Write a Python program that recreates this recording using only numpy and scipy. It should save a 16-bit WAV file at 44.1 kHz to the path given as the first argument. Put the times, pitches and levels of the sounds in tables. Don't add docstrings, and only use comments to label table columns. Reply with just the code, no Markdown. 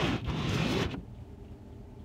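import sys
import numpy as np
from scipy import signal
from scipy.fft import rfft, irfft, next_fast_len
from scipy.io import wavfile
from scipy.ndimage import map_coordinates

SR = 44100
rng = np.random.default_rng(int(sys.argv[2]) if len(sys.argv) > 2 else 0)


def dump(signal):
    limited = np.clip(np.atleast_2d(signal).T, -1, 1)
    pcm = np.round(limited * 32767).astype(np.int16)
    wavfile.write(sys.argv[1], SR, pcm)


N = 90184


def amp(db):
    return 10 ** (np.asarray(db) / 20)


def unit(x):
    return x / np.sqrt(np.mean(x ** 2) + 1e-20)


def since(start):
    return np.maximum(np.arange(N) / SR - start, 0)


def wobble(rate):
    knots = rng.standard_normal(int(N * rate / SR) + 4)
    return map_coordinates(knots, [np.arange(N) * rate / SR])


def filtered(x, response):
    size = next_fast_len(N + SR // 2)
    return irfft(rfft(x, size) * response(np.fft.rfftfreq(size, 1 / SR)), size)[:N]


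def coloured(x, points):
    hz, db = np.transpose(points)
    return unit(filtered(x, lambda f: amp(np.interp(np.log(f + 1), np.log(hz + 1), db))))


def level_curves(rows, release_t60=0.18):
    times, *columns = np.transpose(rows)
    return [np.interp(since(0), times, db) - 60 * since(times[-1]) / release_t60 for db in columns]


def rough_tone(cycles, db):
    flutter = np.exp(2j * np.pi * rng.random()) + 0.55 * (wobble(39.94) + 1j * wobble(39.75))
    return amp(db) * unit(np.real(flutter * np.exp(2j * np.pi * cycles)))


# multiple of the firing rate, level in dB.
ENGINE_ORDERS = [(1, -60), (2, -55.5), (4, -66.5), (5, -58.5), (6, -61.5), (7, -62.5), (10, -64), (21, -74),
                 (22, -72)]
# frequency in Hz, relative level in dB.
CABIN_NOISE = [(22, -1), (36, -4.5), (50, 2), (75, 0), (120, -1), (150, -15), (175, -24), (205, -8),
               (260, -14), (300, -10), (365, -18), (405, -10), (510, -26.5), (590, -19), (870, -25.5),
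               (1060, -31.5), (1700, -36.5), (2900, -39), (4100, -44), (4550, -44), (4900, -47),
               (7000, -48), (10500, -54.5), (15500, -55.5)]


def idling_engine(firing_hz=40.05, cylinders=4, fan_hz=113.9):
    firings = np.cumsum(firing_hz * (1 + 0.0044 * wobble(11.96))) / SR
    hum = sum(rough_tone(order * firings, db) for order, db in ENGINE_ORDERS)
    fan = rough_tone(fan_hz * since(0), db=-55.5)
    drone = hum + fan + amp(-47.5) * coloured(rng.standard_normal(N), CABIN_NOISE)
    bass = filtered(drone, lambda hz: 1 / (1 + (hz / 150) ** 6))
    throb_db = 3 * np.cos(2 * np.pi * firing_hz / cylinders * (since(0) - 1.612))
    return bass * amp(throb_db + 0.4 * wobble(24.9)) + (drone - bass) * amp(0.7 * wobble(44.6))


# start in seconds, level in dB, pitch in Hz, seconds to fall 60 dB.
ICE_TICKS = [(.179, -44, 3250, 0.024), (0.201, -49, 3400, 0.013), (.214, -44, 3380, 0.011),
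             (.245, -40.5, 3000, 0.044), (.264, -54, 3380, 0.014), (.277, -63, 13000, .02),
             (.298, -49, 5460, 0.055), (.402, -50, 5936, 0.0094), (0.492, -42.5, 6470, 0.036),
             (0.828, -27.5, 2600, 0.04), (0.913, -43, 3010, .04), (.933, -39.5, 2580, 0.045),
             (1.147, -69, 3130, 0.17), (1.184, -65, 2450, .05), (1.447, -64.5, 2950, .04),
             (1.481, -65.5, 2900, .13), (1.724, -65, 3150, .08), (1.993, -72.5, 3350, 0.36)]


def ice_ticks(relative_width=0.16, rise_s=0.00095, click_t60=0.0075):
    out = np.zeros(N)
    for start, db, hz, t60 in ICE_TICKS:
        t = since(start)
        width_hz = relative_width * hz
        ring = unit(filtered(rng.standard_normal(N), lambda f: 1 / (1 + ((f - hz) / width_hz) ** 2)))
        click = unit(filtered(rng.standard_normal(N), lambda f: f * hz / (f * f + hz * hz)))
        out += amp(db - 60 * t / t60) * (1 - np.exp(-t / rise_s)) * ring
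        out += (t > 0) * amp(db - 16.5 - 60 * t / click_t60) * click
    return out


# start in seconds, level in dB, pitch in Hz, attack in seconds, seconds to fall 60 dB.
LINKAGE_THUMPS = [(0.274, -19.5, 67, 0.0088, 0.14), (0.852, -14.5, 78, 0.0075, 0.064)]


def linkage_thumps():
    out = np.zeros(N)
    for start, db, hz, attack, t60 in LINKAGE_THUMPS:
        t = since(start)
        out -= amp(db - 60 * t / t60) * (1 - np.exp(-t / attack)) * np.sin(2 * np.pi * hz * t)
    return out


# start in seconds, level in dB.
ARM_KNOCKS = [(.826, -25.5), (0.9394, -27)]
# pitch in Hz, level in dB relative to the knock, seconds to fall 60 dB.
ARM_RING = [(164.7, -13, 0.23), (280.4, -7, 0.18), (390.4, -12.5, 0.068), (461, -11, 0.071),
            (730, -15, 0.026), (903, -12, 0.049), (1430, -18, 0.07)]
# frequency in Hz, relative level in dB.
GRIND_SPECTRUM = [(200, -51), (450, 2), (600, 0), (710, 1), (820, 0), (1050, 0.5), (1300, -1.5),
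                  (1480, -1.5), (1620, -6), (1750, -5.5), (2200, -6.5), (2900, -12), (5000, -47.5)]


def arm_knocks(rise_s=0.00093, clack_t60=0.043):
    out = np.zeros(N)
    for start, db in ARM_KNOCKS:
        t = since(start)
        rise = 1 - np.exp(-t / rise_s)
        clack = coloured(rng.standard_normal(N), GRIND_SPECTRUM)
        out += rise * amp(db - 11 - 60 * t / clack_t60) * clack
        for hz, mode_db, t60 in ARM_RING:
            ring_db = db + mode_db + rng.normal(0, 1) - 60 * t / t60
            out -= rise * amp(ring_db) * np.sin(2 * np.pi * hz * t)
    return out


# time in seconds, pitch in Hz, level in dB.
RUBBER_CHATTER = [(0, 397.5, -41.5), (.05, 368.2, -31.5), (0.091, 279, -30.5), (0.161, 241.5, -37),
                  (.2, 220, -50), (.29, 161.1, -52), (0.382, 162.4, -32.5), (.46, 108.5, -39.5),
                  (.56, 104.1, -30.5), (.63, 165.8, -31), (0.668, 260.4, -33.5), (.72, 271.7, -33),
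                  (0.754, 359.5, -34), (0.801, 404.2, -32.5), (.86, 367.5, -35.5)]


def rubber_chatter(pitch_jitter=0.079, release_t60=0.058):
    times, hz, db = np.transpose(RUBBER_CHATTER)
    pitch = np.interp(since(0), times, hz) * np.exp(pitch_jitter * wobble(130))
    level_db = np.interp(since(0), times, db) - 60 * since(times[-1]) / release_t60
    return amp(level_db + 2 * wobble(91.4)) * np.sin(2 * np.pi * np.cumsum(pitch) / SR)


def resonate(force, modes):
    def body(f):
        return sum((-1) ** k * amp(db) * 1j * f * width / (hz * hz - f * f + 1j * f * width)
                   for k, (hz, width, db) in enumerate(modes))
    return unit(filtered(force, lambda f: body(f) / (1 + (f / 800) ** 4)))


def cabin_ring(x, t60=0.058, zone_s=0.1107, wet_db=-5.5):
    t = np.arange(SR // 8) / SR
    blade_place = since(0) / zone_s
    wipe_s = ICE_LEVELS[-1][0]
    wet = np.zeros(N)
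    for zone in range(int(wipe_s / zone_s) + 2):
        tail = rng.standard_normal(len(t)) * amp(-60 * t / t60)
        share = np.sqrt(np.maximum(1 - np.abs(blade_place - zone), 0))
        wet += signal.fftconvolve(x * share, tail / np.linalg.norm(tail))[:N]
    return x + amp(wet_db) * wet


def ice_cracks(clumps, per_second=6000, spread_db=3):
    hits = rng.random(N) < per_second / SR
    return hits * rng.choice([-1, 1], N) * amp(spread_db * rng.standard_normal(N)) * clumps


# time in seconds, then relative levels in dB of grind, crunch, fizz and finest hiss.
ICE_LEVELS = [(0, -33, -37.0, -50, -79), (0.07, -35, -37.5, -50.5, -65), (0.165, -42.5, -44, -59, -87),
              (0.2, -53, -52.5, -75, -85), (0.235, -68, -69, -86, -90), (0.26, -52, -54.5, -71.5, -86),
              (0.3, -40, -45, -63, -69), (0.32, -48.5, -48.5, -64, -84), (0.38, -43, -44.5, -57, -75.9),
              (0.475, -44, -42, -55.2, -81), (0.495, -41.5, -43, -49.1, -64), (0.515, -44, -40.5, -51, -71),
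              (0.545, -43, -43.5, -45.5, -59), (0.59, -38, -39.5, -50, -72),
              (0.655, -41.5, -39.5, -50.5, -70), (0.72, -41.5, -39.5, -45.5, -57.5),
              (0.76, -41.5, -37.5, -52.0, -66.0), (0.825, -37.4, -36.5, -47.5, -63),
              (0.855, -42.5, -43, -59, -77), (0.885, -52.5, -58.5, -79, -88), (0.915, -51, -44, -61.5, -84),
              (0.94, -54, -48, -66, -75), (0.96, -67, -73, -91, -95), (1.0, -77, -78, -89.1, -93.2)]
# time in seconds, level in dB.
RASP_LEVELS = [(0, -49), (.07, -43), (.165, -50), (.21, -71.5), (.3, -58), (.38, -52.5), (.55, -46.5),
               (.83, -51), (.87, -64)]
# frequency in Hz, relative level in dB.
RASP_SPECTRUM = [(700, -37), (1200, -13), (1480, -0.5), (1600, -8.5), (1750, 0.5), (2150, -2), (2700, -9),
                 (4500, -41)]
CRUNCH_SPECTRUM = [(900, -65), (1700, -14.5), (2150, -5.5), (2520, 2), (2900, 0.5), (3300, -1), (3900, -5),
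                   (4800, -14.5), (7000, -27.5), (12000, -72)]
FIZZ_SPECTRUM = [(3000, -6), (4800, -1), (5400, 0.5), (6600, -3.5), (8000, -11.5), (10300, -21),
                 (15500, -35)]
HISS_SPECTRUM = [(7000, -25), (9300, 4), (10400, -8.5), (12000, 2), (14500, -6), (15500, -5)]
# time in seconds, then relative levels in dB of the glass's shudder and the arms' rattle.
JUDDER_LEVELS = [(0, -28, -42), (0.08, -31, -42), (0.155, -30.5, -34), (0.195, -54, -50),
                 (0.235, -37.5, -54), (0.3, -35, -44.5), (0.39, -34.8, -38.5), (0.48, -29, -39.5),
                 (0.56, -33.5, -35), (0.64, -30.5, -36.5), (0.72, -34.5, -37), (0.82, -30.5, -35),
                 (0.88, -42, -42), (0.93, -38, -43), (1.0, -40, -71)]
# frequency in Hz, width in Hz, relative level in dB.
WINDSHIELD_MODES = [(62, 21, -3), (82.4, 10.3, 0), (116, 20.2, -2), (150.3, 26.3, -1), (174.8, 43.4, -3)]
ARM_MODES = [(239.6, 58, -6.5), (276.3, 24.8, 0.5), (308, 37.4, -3.5), (376.4, 16.7, -1), (402.4, 32, -7)]


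def blade_scrape(slips_per_s=135, rate_scatter=0.3, slip_spread_db=2.5):
    grind_db, crunch_db, fizz_db, hiss_db = level_curves(ICE_LEVELS)
    shudder_db, rattle_db = level_curves(JUDDER_LEVELS)
    rasp_db, = level_curves(RASP_LEVELS)
    slip_count = np.cumsum(slips_per_s * np.exp(rate_scatter * wobble(120))) / SR
    slips = np.diff(np.floor(slip_count), prepend=0) * amp(slip_spread_db * rng.standard_normal(N))
    clumps = amp(0.3 * (wobble(150) + np.cos(2 * np.pi * slip_count)))
    force = unit(slips) + 0.59 * unit(ice_cracks(clumps))
    shudder = amp(shudder_db - 2) * resonate(force, WINDSHIELD_MODES)
    rattle = amp(rattle_db - 1.5) * resonate(force, ARM_MODES)
    layers = [(grind_db, GRIND_SPECTRUM), (rasp_db, RASP_SPECTRUM), (crunch_db - 1, CRUNCH_SPECTRUM),
              (fizz_db + 1, FIZZ_SPECTRUM), (hiss_db + 0.5, HISS_SPECTRUM)]
    ice = sum(amp(db) * coloured(cabin_ring(ice_cracks(clumps)), spectrum) for db, spectrum in layers)
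    return shudder + rattle + ice


def scene():
    wipers = blade_scrape() + rubber_chatter() + linkage_thumps() + arm_knocks()
    return (wipers + ice_ticks() + idling_engine())[None]


def record(dry):
    low_hz, top_hz = 35, 15720
    return filtered(dry[0], lambda hz: (hz < top_hz) * (1 - 1 / (1 + (hz / low_hz) ** 10)))[None]


dry = scene()
out = record(dry)
dump(out)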